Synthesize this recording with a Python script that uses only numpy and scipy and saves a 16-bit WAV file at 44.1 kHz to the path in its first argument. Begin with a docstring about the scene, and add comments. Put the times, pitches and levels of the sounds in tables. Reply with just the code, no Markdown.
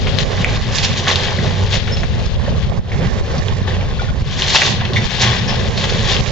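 """A diesel excavator drags its bucket through a wrecked wooden house: splinters and plaster pour down as
knocking fragments, and boards snap as short rings. The pile quiets while the bucket lifts, loose metal clinks
as damped modes near 4 s, and from 4.4 s the bucket comes down again and the hydraulics drone under load.
Throughout, the diesel hums at its firing rate, a brick block echoes the wreckage as a sparse noise tail, and
filtered noise rumbles as wind at two ports of a small camera; hard puffs make the limiter duck either side."""
import sys
import numpy as np
from scipy import signal
from scipy.fft import rfft, irfft
from scipy.io import wavfile
from scipy.ndimage import uniform_filter1d, map_coordinates

SR = 44100
rng = np.random.default_rng(int(sys.argv[2]) if len(sys.argv) > 2 else 0)


def pcm_store(signal):
    """Save signal as 16-bit PCM."""
    levels = np.round(np.clip(np.atleast_2d(signal), -1, 1) * 32767)
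    wavfile.write(sys.argv[1], SR, levels.astype(np.int16).T)


N = 278271
TIME = np.arange(N) / SR
BINS = np.fft.rfftfreq(N, 1 / SR)


def amp(db):
    """Decibel law: level in dB to pressure gain."""
    return 10 ** (np.asarray(db) / 20)


def evened(x):
    """Normalisation of mean power: scales to rms 1."""
    return x / np.sqrt(np.mean(x ** 2) + 1e-20)


def read(points, hz):
    """Logarithmic pitch scale: interpolates a spectrum along log frequency."""
    f, value = np.transpose(points)
    return np.interp(np.log(hz + 1), np.log(f), value)


def curves(rows):
    """Linear interpolation: every column of a time table, at every sample."""
    s, *columns = np.transpose(rows)
    return [np.interp(TIME, s, c) for c in columns]


def lowpassed(x, hz, order):
    """Low-pass filtering without phase shift, at half gain at the given frequency."""
    return irfft(rfft(x) / (1 + (BINS / hz) ** order), N)


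def coloured(x, colour):
    """Spectral shaping: multiplies the spectrum by a colour, then sets rms 1."""
    return evened(irfft(rfft(x) * amp(read(colour, BINS)), N))


def wander(rate):
    """Band-limited chance: noise of rms 1 with up to about this many turns a second."""
    return evened(lowpassed(rng.standard_normal(N), rate, 4))


def noise_pair(alike):
    """Partial coherence: white noise at two ports with a common share of power (0-1)."""
    common = rng.standard_normal(N)
    separate = rng.standard_normal((2, N))
    return np.sqrt(alike) * common + np.sqrt(1 - alike) * separate


def add(mix, s, sound):
    """Superposition: mixes a sound in from a given time."""
    part = mix[:, max(round(s * SR), 0):][:, :sound.shape[-1]]
    part += sound[..., :part.shape[1]]


def panned(x, pan_db):
    """Level difference between the ears: left over right, in dB."""
    return x * amp(np.array([[pan_db], [-pan_db]]) / 2)


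def fragments(per_s, spread_db, top_hz, ring_s, size):
    """Random impacts of damped resonators, each with its own force, pitch, decay and place."""
    count = int(per_s * N / SR)
    when, force, pitch, damping, place = rng.random((count, 5)).T[:, :, None]
    t = np.arange(size) / SR
    decay_s = ring_s * 2 ** (2 * damping - 1)
    # a wider spread makes a few fragments much louder than the rest
    strength = amp(spread_db * np.minimum(-np.log(1 - force), 4)) / np.sqrt(decay_s)
    rings = strength * np.exp(-t / decay_s) * np.sin(2 * np.pi * pitch * top_hz * t)
    at = (when * N).astype(int) + np.arange(size)
    # off-centre fragments reach the nearer port a sample earlier
    arrivals = {1: at + 1, -1: at + (3 * place).astype(int)}
    pan_db = 4 * (2 * place - 1)
    ports = []
    for side in (1, -1):
        heard = rings * amp(side * pan_db / 2)
        ports.append(np.bincount(arrivals[side].ravel(), heard.ravel(), N)[:N])
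    out = np.array(ports)
    return out - out.mean(axis=1, keepdims=True)


def collapse(s, build_s, dying_s):
    """Exponential growth and decay: the share of a falling section's peak power."""
    distance = np.maximum((s - TIME) / build_s, (TIME - s) / dying_s)
    return np.exp(-2 * np.minimum(distance, 20))


def shares(splinter_db, pan_db, bright_db):
    """Division of power: between coarse chips and fine grit, at each side."""
    sides = amp(np.array([pan_db, -pan_db]).reshape(2, -1) / 2) ** 2
    sides = sides / sides.mean(axis=0)
    return np.array([sides * amp(splinter_db + tilt * bright_db / 2) ** 2 for tilt in (-1, 1)])


# relative spectrum of splintering wood: pitch_hz, level_db
SPLINTER_COLOUR = [(500, -12.5), (900, -2), (1100, -3), (1370, -9), (1600, -1.5), (1950, -1.5),
                   (2550, -2.5), (3550, -0.5), (4700, -5.5), (6400, -11), (7300, -16.5), (7900, -31.5),
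                   (8600, -40)]
# relative spectrum of knocking beams: pitch_hz, level_db
TIMBER_COLOUR = [(150, -6), (380, 7), (600, 1), (850, 3), (1120, 2.5), (1350, -10), (1800, 1.5),
                 (2600, -17.5), (5000, -33.5)]
# bucket ploughing through the pile: time_s, splinter_level_db, timber_level_db, left_over_right_db
DRAG = [(0, -28.5, -42, 13.5), (.4, -28, -30, 0.5), (.71, -27, -29.5, 2), (.76, -25, -32.5, -2),
        (1.3, -29, -31.5, 9), (1.65, -27.5, -32, 0), (2, -31.5, -40, 5), (2.35, -34, -42, 5.5),
        (2.8, -35.5, -33, 3.5), (3.1, -33.5, -34.5, -6), (3.5, -32.5, -31.5, -2), (3.85, -35, -33.5, 2.5),
        (4.2, -34, -34, 5.5), (4.5, -22.5, -35.5, 3), (4.88, -35, -30, 9.5), (5.1, -22, -31.5, -0.5),
        (5.45, -29, -31, 10), (5.7, -27, -32, 3.5), (6.31, -24.5, -36.5, -0.5)]
# sections that give way: peak_s, splinter_level_db, timber_level_db, build_s, dying_s, left_over_right_db,
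# grit_over_chips_db
COLLAPSES = [(.195, -20, -30.5, 0.0086, 0.1, 15, 5), (0.753, -20.5, -46, 0.01, 0.048, -10, 9),
             (0.849, -15.5, -34.5, 0.028, 0.014, -3.5, 5.5), (0.989, -21, -43, 0.018, 0.02, -0.5, 9.5),
             (1.083, -12.5, -19, 0.0096, 0.048, 1, 0), (1.24, -22, -31, 0.11, 0.091, 3, -2),
             (1.74, -14.5, -25, 0.022, 0.03, 4.5, 3), (2.45, -30, -29.5, 0.12, 0.13, 24, 0),
             (3.05, -33, -27.5, 0.043, 0.075, -6.5, -13), (3.685, -28, -21.5, 0.014, 0.029, 5.5, 2),
             (4.4, -21, -29.5, 0.015, 0.037, 0, 10), (4.505, -17, -29, 0.033, 0.018, 0, 12),
             (4.556, -6.5, -22, 0.015, 0.042, -0.5, 4), (4.667, -15.5, -15, 0.077, 0.026, 2.5, 16.5),
             (4.808, -30.5, -23, 0.014, 0.028, -1, -22.5), (5.218, -22, -26.5, 0.022, 0.023, -4, 17.5),
             (5.275, -16.5, -24, 0.073, 0.088, 5, -2.5), (5.493, -22.5, -23, 0.011, 0.088, 13, 0),
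             (5.849, -19.5, -40, 0.069, 0.017, 1, 0.5), (6.119, -16.5, -25, 0.053, 0.03, 4, 4.5)]


def pile():
    """Granular sound: many small impacts, steady under the bucket and surging as sections fall."""
    splinter_db, timber_db, pan_db = curves(DRAG)
    pouring = shares(splinter_db, pan_db, bright_db=1)
    knocking = amp(timber_db) ** 2
    for s, splinter_db, timber_db, build_s, dying_s, pan_db, bright_db in COLLAPSES:
        surge = collapse(s, build_s, dying_s)
        pouring = pouring + surge * shares(splinter_db, pan_db, bright_db)
        knocking = knocking + surge * amp(timber_db) ** 2
    clumps = wander(24)
    splinters = fragments(per_s=4000, spread_db=0.0, top_hz=8530, ring_s=0.00045, size=160)
    splinters = coloured(splinters, SPLINTER_COLOUR)
    coarse = lowpassed(splinters, 3200, 4)  # big chips sound below, fine grit above
    chips_gain, grit_gain = np.sqrt(pouring)
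    splinters = coarse * chips_gain + (splinters - coarse) * grit_gain
    timber = fragments(per_s=700, spread_db=2.5, top_hz=2950, ring_s=0.002, size=640)
    timber = coloured(timber, TIMBER_COLOUR) * np.sqrt(knocking)
    return splinters * amp(1.36 * clumps) + timber * amp(0.4 * clumps)


# boards that snap: start_s, crack_level_db, pitch_hz, tearing_level_db, left_over_right_db
SNAPS = [(0.07, -14, 2700, -19, 3), (0.082, -17, 2480, -30.5, -3), (.1855, -11.5, 2060, -38, 8),
         (0.187, -2.5, 3680, -19, 16.5), (.376, -12, 1980, -30.5, 0.5), (0.4453, 4.5, 2300, -18, 1),
         (.785, -3.5, 4220, -15.5, -7), (1.071, -21, 1530, -13, -0.5), (1.082, -1.5, 3540, -19, 3.5),
         (1.158, 2.5, 3960, -12, 4), (1.388, -14, 1870, -25, 7.5), (1.877, -17, 2270, -20, -1.5),
         (1.968, -22, 3450, -21, 1.5), (2.033, -13.5, 2160, -23.5, 8.5), (2.259, -24, 4630, -29, 2),
         (2.48, -20, 933, -29, 4), (2.918, -16, 2070, -23, -1.5), (3.049, -21, 2050, -28, -2.5),
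         (3.381, -18, 5040, -26, 2), (3.484, -7, 3200, -33.5, -2), (3.677, -14.5, 1730, -28.5, 0),
         (3.742, -17.5, 2770, -29, -5.5), (3.81, -19, 2390, -24, 0.5), (4.4212, 0.5, 3470, -14.5, 2),
         (4.5595, 1.5, 3470, -1, -2.5), (4.569, -1.5, 3430, -10.5, 5), (4.617, -4, 2020, -14.5, 2.5),
         (4.6198, 7.5, 2520, 0, 1.5), (4.851, -28, 2930, -17.5, 3.5), (4.934, -13, 3630, -20.5, 2),
         (5.217, -13, 6140, -10.5, 1.5), (5.776, -11, 3970, -17, 1), (5.841, -13, 3440, -24, 12),
         (5.895, -21, 3900, -17.5, 0), (6.092, -12, 3630, -18, 6.5), (6.166, -14, 3250, -20, 7.5),
         (6.261, -11, 3070, -17, 2)]


def snaps():
    """Brittle fracture: a sharp crack, then tearing fibres, both ring the resonance of one board."""
    out, t = np.zeros((2, N)), np.arange(SR // 6) / SR
    for s, crack_db, hz, tearing_db, pan_db in SNAPS:
        u = t * hz / 1.4  # the ring swells and dies within a few cycles
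        tone = np.sin(2 * np.pi * hz * t)
        crack = (u * np.exp(1 - u)) ** 2 * tone
        board = np.exp(-t * hz / .7) * tone
        fibres = evened(signal.fftconvolve(rng.standard_normal(len(t)), board)[:len(t)])
        tearing = fibres * np.exp(-t / 0.011)
        add(out, s, panned(amp(crack_db) * crack + amp(tearing_db) * tearing, pan_db))
    return lowpassed(out, 7000, 16)  # keeps the snaps dull above 7 kHz


# beams and planks that drop: start_s, level_db, lowest_mode_hz
THUDS = [(.193, -14.5, 532), (.385, -12.5, 168.3), (1.1, -20.5, 204), (1.318, -17, 840), (1.38, -12.5, 166),
         (2.034, -19.5, 690), (2.478, -13, 553), (2.52, -18, 526), (2.719, -16, 678), (3.365, -10.5, 144),
         (3.01, -16, 166), (4.017, -18, 790), (5.464, -22, 466), (5.92, -14.5, 470)]
# modes of a beam: multiple_of_lowest_mode, level_db
BEAM_MODES = [(1, -2.5), (1.22, -8), (1.6, -10.5), (3.301, -14)]
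THUD_CYCLES = 1.83  # periods until each mode is at its fullest


def thuds():
    """Modal vibration: a landing beam knocks on its modes; the lower the mode, the longer it rolls."""
    out, t = np.zeros((2, N)), np.arange(SR // 4) / SR
    for s, db, hz in THUDS:
        for (multiple, mode_db), start in zip(BEAM_MODES, rng.random(len(BEAM_MODES))):
            turns = t * hz * multiple
            u = turns / THUD_CYCLES
            swell = u * np.exp(1 - u)
            add(out, s, amp(db + mode_db) * swell * np.sin(2 * np.pi * (turns + start)))
    return out


def struck(blows, modes, rise_s, chatter, grit_db):
    """Modal impact: each blow crushes grit and rings one object's modes, whose phase (rad) chatters."""
    def dying(t60):
        """Exponential decay: 60 dB in t60 seconds, begun anew by every blow."""
        level = 0
        for s, db in blows:
            age = np.maximum(TIME - s, 0)
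            level = level + amp(db - 60 * age / t60) * (1 - np.exp(-age / rise_s))
        return level

    out = amp(grit_db) * dying(t60=.08) * coloured(noise_pair(.8), SPLINTER_COLOUR)
    for hz, db, t60 in modes:
        out = out + amp(db) * dying(t60) * np.sin(2 * np.pi * hz * TIME + chatter * wander(160))
    return out


# blows as a hard plank lands and bounces: start_s, level_db
CLACKS = [(4.9605, -7), (4.9675, -6.5), (4.978, -13)]
# modes of the plank: pitch_hz, level_db, t60_s
PLANK_MODES = [(1965, -8, .055), (2180, -6, 0.053), (3580, -9.5, 0.046)]


def plank():
    """Repeated impact: a bouncing plank excites the same damped modes at every blow."""
    return struck(CLACKS, PLANK_MODES, rise_s=.0006, chatter=0.7, grit_db=-16)


# blows on a loose pipe: start_s, level_db
CLINKS = [(3.993, -16), (4.085, -23.5)]
# modes of the pipe: pitch_hz, level_db, t60_s
PIPE_MODES = [(1432, 1.5, 0.061), (2330, -6.5, .06), (3488, -9, .085)]


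def pipe():
    """Inharmonic resonance: a struck loose pipe rings damped modes that form no harmonic series."""
    return struck(CLINKS, PIPE_MODES, rise_s=.002, chatter=.25, grit_db=-13)


# nails and sheet metal that drag: start_s, pitch_hz, width_hz, level_db, length_s
SCRAPES = [(1.919, 5319, 25, -23.5, 0.044), (2.918, 2150, 380, -30.5, 0.15),
           (5.476, 5170, 346, -23.5, 0.058)]


def scrapes():
    """Stick-slip friction: metal on wood squeals on one pitch, whose random phase drift widens the line."""
    out, t = np.zeros((2, N)), np.arange(SR // 4) / SR
    for s, hz, width_hz, db, length_s in SCRAPES:
        stroke = abs(np.sin(np.pi * np.sqrt(np.minimum(t / length_s, 1))))
        slips = uniform_filter1d(rng.standard_normal(len(t)), size=24)
        drift = np.cumsum(slips) * np.sqrt(2 * np.pi * width_hz / SR)
        add(out, s, amp(db) * stroke * np.sin(2 * np.pi * hz * t + drift))
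    return out


# how far the left port leads in the wreckage layer over time: time_s, left_lead_us
LEAD = [(1.4, -2), (2.3, 40), (4.15, 48.5), (4.3, 4), (4.65, 4), (4.85, 29.5), (5.9, 16)]


def led(x):
    """Arrival-time difference: the right port hears the wreckage later as the left port leads more."""
    lead_us, = curves(LEAD)
    right = map_coordinates(x[1], [(TIME - lead_us / 10 ** 6) * SR], order=3)
    return np.array([x[0], right])


# diesel sagging under load: time_s, firings_per_s
SPEED = [(0, 92), (.45, 96), (.9, 91.5), (1.25, 90), (1.7, 97), (2.3, 92), (3, 92.5), (3.55, 96), (4.2, 93),
         (5.05, 87), (5.65, 93), (6.31, 88)]
# its firing tone: time_s, level_db
FIRING = [(0, -20.5), (.42, -17), (.6, -30.5), (.9, -18), (1.42, -27.5), (1.62, -15.5), (1.85, -21.5),
          (2.35, -27.5), (2.55, -15), (2.8, -22.5), (3.05, -22), (3.35, -26), (3.48, -15), (3.87, -22),
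          (4.1, -35.5), (4.6, -27), (4.8, -21.5), (5.7, -24), (6.31, -27.5)]
# tones of the loaded hydraulics: pitch_hz, relative_level_db
DRONE = [(119.5, 1), (207, -9.5)]
# hydraulics loading up as the bucket presses down again: time_s, level_db
LOAD_DRONE = [(0, -37.5), (4.55, -44), (4.75, -24.5), (5.08, -27.5), (5.33, -18), (5.85, -30), (6.1, -23.5),
              (6.31, -21.5)]
# fan, tracks and steelwork: time_s, level_db
ROAR = [(0, -27), (.3, -23.5), (.8, -30.5), (1.4, -26.5), (2.5, -28), (3.3, -26), (3.9, -30), (4.4, -33.5),
        (5.2, -29.5), (6, -25.5), (6.31, -24.5)]
# relative spectrum of that roar: pitch_hz, level_db
ROAR_COLOUR = [(150, -22), (300, -0.5), (400, 2.5), (540, 2.5), (680, -4.5), (1050, -10.5), (1400, -14),
               (3000, -21.5), (7000, -45)]
# relative spectrum of the exhaust boom: pitch_hz, level_db
BOOM_COLOUR = [(50, -21), (85, -2.5), (120, 5), (155, 0), (210, -5), (260, -8), (330, -21), (600, -68.5)]
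BOOM_DB = -19.5


def excavator():
    """Periodic excitation: firings hum in the exhaust and modulate noise; loaded hydraulics drone."""
    speed, = curves(SPEED)
    firing_db, = curves(FIRING)
    drone_db, = curves(LOAD_DRONE)
    roar_db, = curves(ROAR)
    firing = 2 * np.pi * np.cumsum(speed * (1 + 0.0081 * wander(10.5))) / SR
    exhaust = evened(np.sin(firing) + .16 * np.sin(2 * firing) + .05 * np.sin(4.5 * firing))
    exhaust = exhaust * amp(firing_db + 2 * wander(6.7))
    drone = 0
    for hz, db in DRONE:
        turns = np.cumsum(hz * (1 + 0.0067 * wander(6.1))) / SR
        drone = drone + amp(db) * evened(np.sin(2 * np.pi * turns))
    drone = panned(drone, pan_db=-2) * amp(drone_db + 1.9 * wander(6.6))
    beat = 1 + 0.13 * np.cos(firing)
    roar = coloured(noise_pair(0.43) * beat, ROAR_COLOUR) * amp(roar_db + 1.6 * wander(12))
    boom = coloured(noise_pair(0.3) * beat, BOOM_COLOUR) * amp(BOOM_DB + 2.2 * wander(4.5))
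    return exhaust + drone + roar + boom


# reverberation time of the street: pitch_hz, t60_s
STREET = [(100, 0.65), (1000, 0.33), (4000, 0.49), (8000, 0.3)]


def street(x):
    """Reverberation: sparse echoes from rubble and walls, with a decay time set by frequency."""
    shape = (2, SR // 2)
    taps = rng.standard_normal(shape) * (rng.random(shape) < 2500 / SR)  # about 2500 echoes a second
    hz, t, z = signal.stft(taps, SR, nperseg=256)
    decay = amp(-60 * t / read(STREET, hz)[:, None])
    tail = signal.istft(z * decay, SR, nperseg=256)[1]
    tail = tail / np.linalg.norm(tail, axis=1, keepdims=True)
    return signal.fftconvolve(x, tail, axes=1)[:, :N]


# relative spectrum of the wind: pitch_hz, level_db
WIND_COLOUR = [(8, -3), (22, 6.5), (45, 1.5), (70, 1), (100, -4), (180, -17), (400, -72.5)]
# strength of the wind: time_s, level_db
BREEZE = [(0, -12), (.5, -10.5), (1.1, -17.5), (2, -10), (2.8, -9.5), (3.5, -13.5), (4.2, -10), (4.7, -17),
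          (5.4, -16), (6.31, -11)]


def wind():
    """Turbulent pressure: low noise mostly separate at each port, with chance slaps of air."""
    wind_db, = curves(BREEZE)
    lumps = np.array([wander(9.3), wander(7.6)])
    buffets = coloured(noise_pair(0.24), WIND_COLOUR) * amp(1.1 * lumps)
    u = np.linspace(-5, 5, 900)
    slap = (1 - u ** 2) * np.exp(-u ** 2 / 2)
    hits = rng.uniform(-1.7, 1, (2, N)) * (rng.random((2, N)) < 5 / SR)  # about 5 a second at each port
    slaps = amp(3.5) * signal.oaconvolve(hits, slap[None], "same", axes=1)
    return (buffets + slaps) * amp(wind_db)


# hard puffs of wind that overload a port: peak_s, level_db, port (L, R or both)
PUFFS = [(0.095, 9.5, "R"), (0.238, 14.5, "L"), (0.581, 7.5, "L"), (0.618, 9.5, "R"), (1.646, 8, "R"),
         (1.784, 12.5, "R"), (2.056, 8, "R"), (2.27, 10.5, "R"), (2.366, 13, "L"), (2.514, 9, "L"),
         (2.588, 11.5, "R"), (2.651, 6.5, "L"), (2.706, 13.5, "L"), (2.791, 16, "L"), (2.799, 15, "R"),
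         (2.951, 9.5, "L"), (3.08, 10, "L"), (3.209, 8, "L"), (3.217, 10, "R"), (3.405, 12.5, "L"),
         (3.53, 10.5, "L"), (3.621, 11, "R"), (3.931, 7, "R"), (4.114, 12, "L"), (4.225, 9, "LR"),
         (5.06, 13.5, "R"), (5.692, 11, "L"), (6.214, 17, "L")]
PUFF_S = .0036  # from the peak to 1/e of it


def puffs():
    """Pressure pulse: each hard puff is one smooth Gaussian push on a port."""
    out, t = np.zeros((2, N)), np.arange(-SR // 50, SR // 50) / SR
    for s, db, port in PUFFS:
        push = amp(db) * np.exp(-(t / PUFF_S) ** 2)[s + t >= 0]
        add(out, s + t[0], np.outer(["L" in port, "R" in port], push))
    return out


def scene():
    """Superposition: wreckage with its echoes, the machine and the wind."""
    wreckage = led(pile() + snaps() + thuds() + pipe() + plank() + scrapes())
    return wreckage + amp(-8.0) * street(wreckage) + excavator() + wind() + puffs()


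LIMIT_DB, LIMIT_ATTACK_S, RECOVER_DB_PER_S = 1.5, 0.000068, 84


def limiter(x):
    """Gain control by peaks: each channel drops fast when over the limit and creeps back up."""
    over_db = np.maximum(20 * np.log10(abs(x) + 1e-9) - LIMIT_DB, 0)
    recovery = RECOVER_DB_PER_S * TIME
    held_db = np.maximum.accumulate(over_db + recovery, axis=1) - recovery
    r = np.exp(-1 / (LIMIT_ATTACK_S * SR))
    cut_db = signal.lfilter([1 - r], [1, -r], held_db + 1e-9, axis=1)
    return x * amp(-cut_db)


# level difference of the two ports: pitch_hz, left_over_right_db
PORT_DB = [(60, 0), (300, -4), (1150, -4), (1480, 1.5), (2000, -3), (3100, 5.5), (4200, 2.5), (5300, -2),
           (6800, -5), (8000, -4)]
# phase difference of the two ports: pitch_hz, left_lead_rad
PORT_PHASE = [(60, -0.1), (900, -0.1), (1320, 1.4), (1600, 0.0093), (2700, 0.87), (4000, -0.4),
              (7400, 0.077)]
# notch filters in the camera against motor noise: pitch_hz, width_hz, depth (0-1)
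NOTCHES = [(299, 86, 0.78), (968, 56, 1)]
WIND_CUT_HZ, EDGE_HZ = 112, 8400  # bass cut against wind, upper band limit


def record(dry):
    """Linear filtering around overload: port colour, limiter, notches, bass cut, clipping, band limit."""
    half = amp(read(PORT_DB, BINS) / 2) * np.exp(1j * read(PORT_PHASE, BINS) / 2)
    x = limiter(irfft(rfft(dry) * np.array([half, 1 / half]), N))
    response = 1j * BINS / (WIND_CUT_HZ + 1j * BINS)
    for hz, width, depth in NOTCHES:
        response = response * (1 - depth / (1 + 1j * (BINS ** 2 - hz ** 2) / (width * BINS + 1)))
    x = np.clip(irfft(rfft(x) * response, N), -.95, .95)
    band = signal.firwin(111, EDGE_HZ, window=("kaiser", 8), fs=SR)
    return signal.oaconvolve(x, band[None], "same", axes=1)


dry = scene()
out = record(dry)
pcm_store(out)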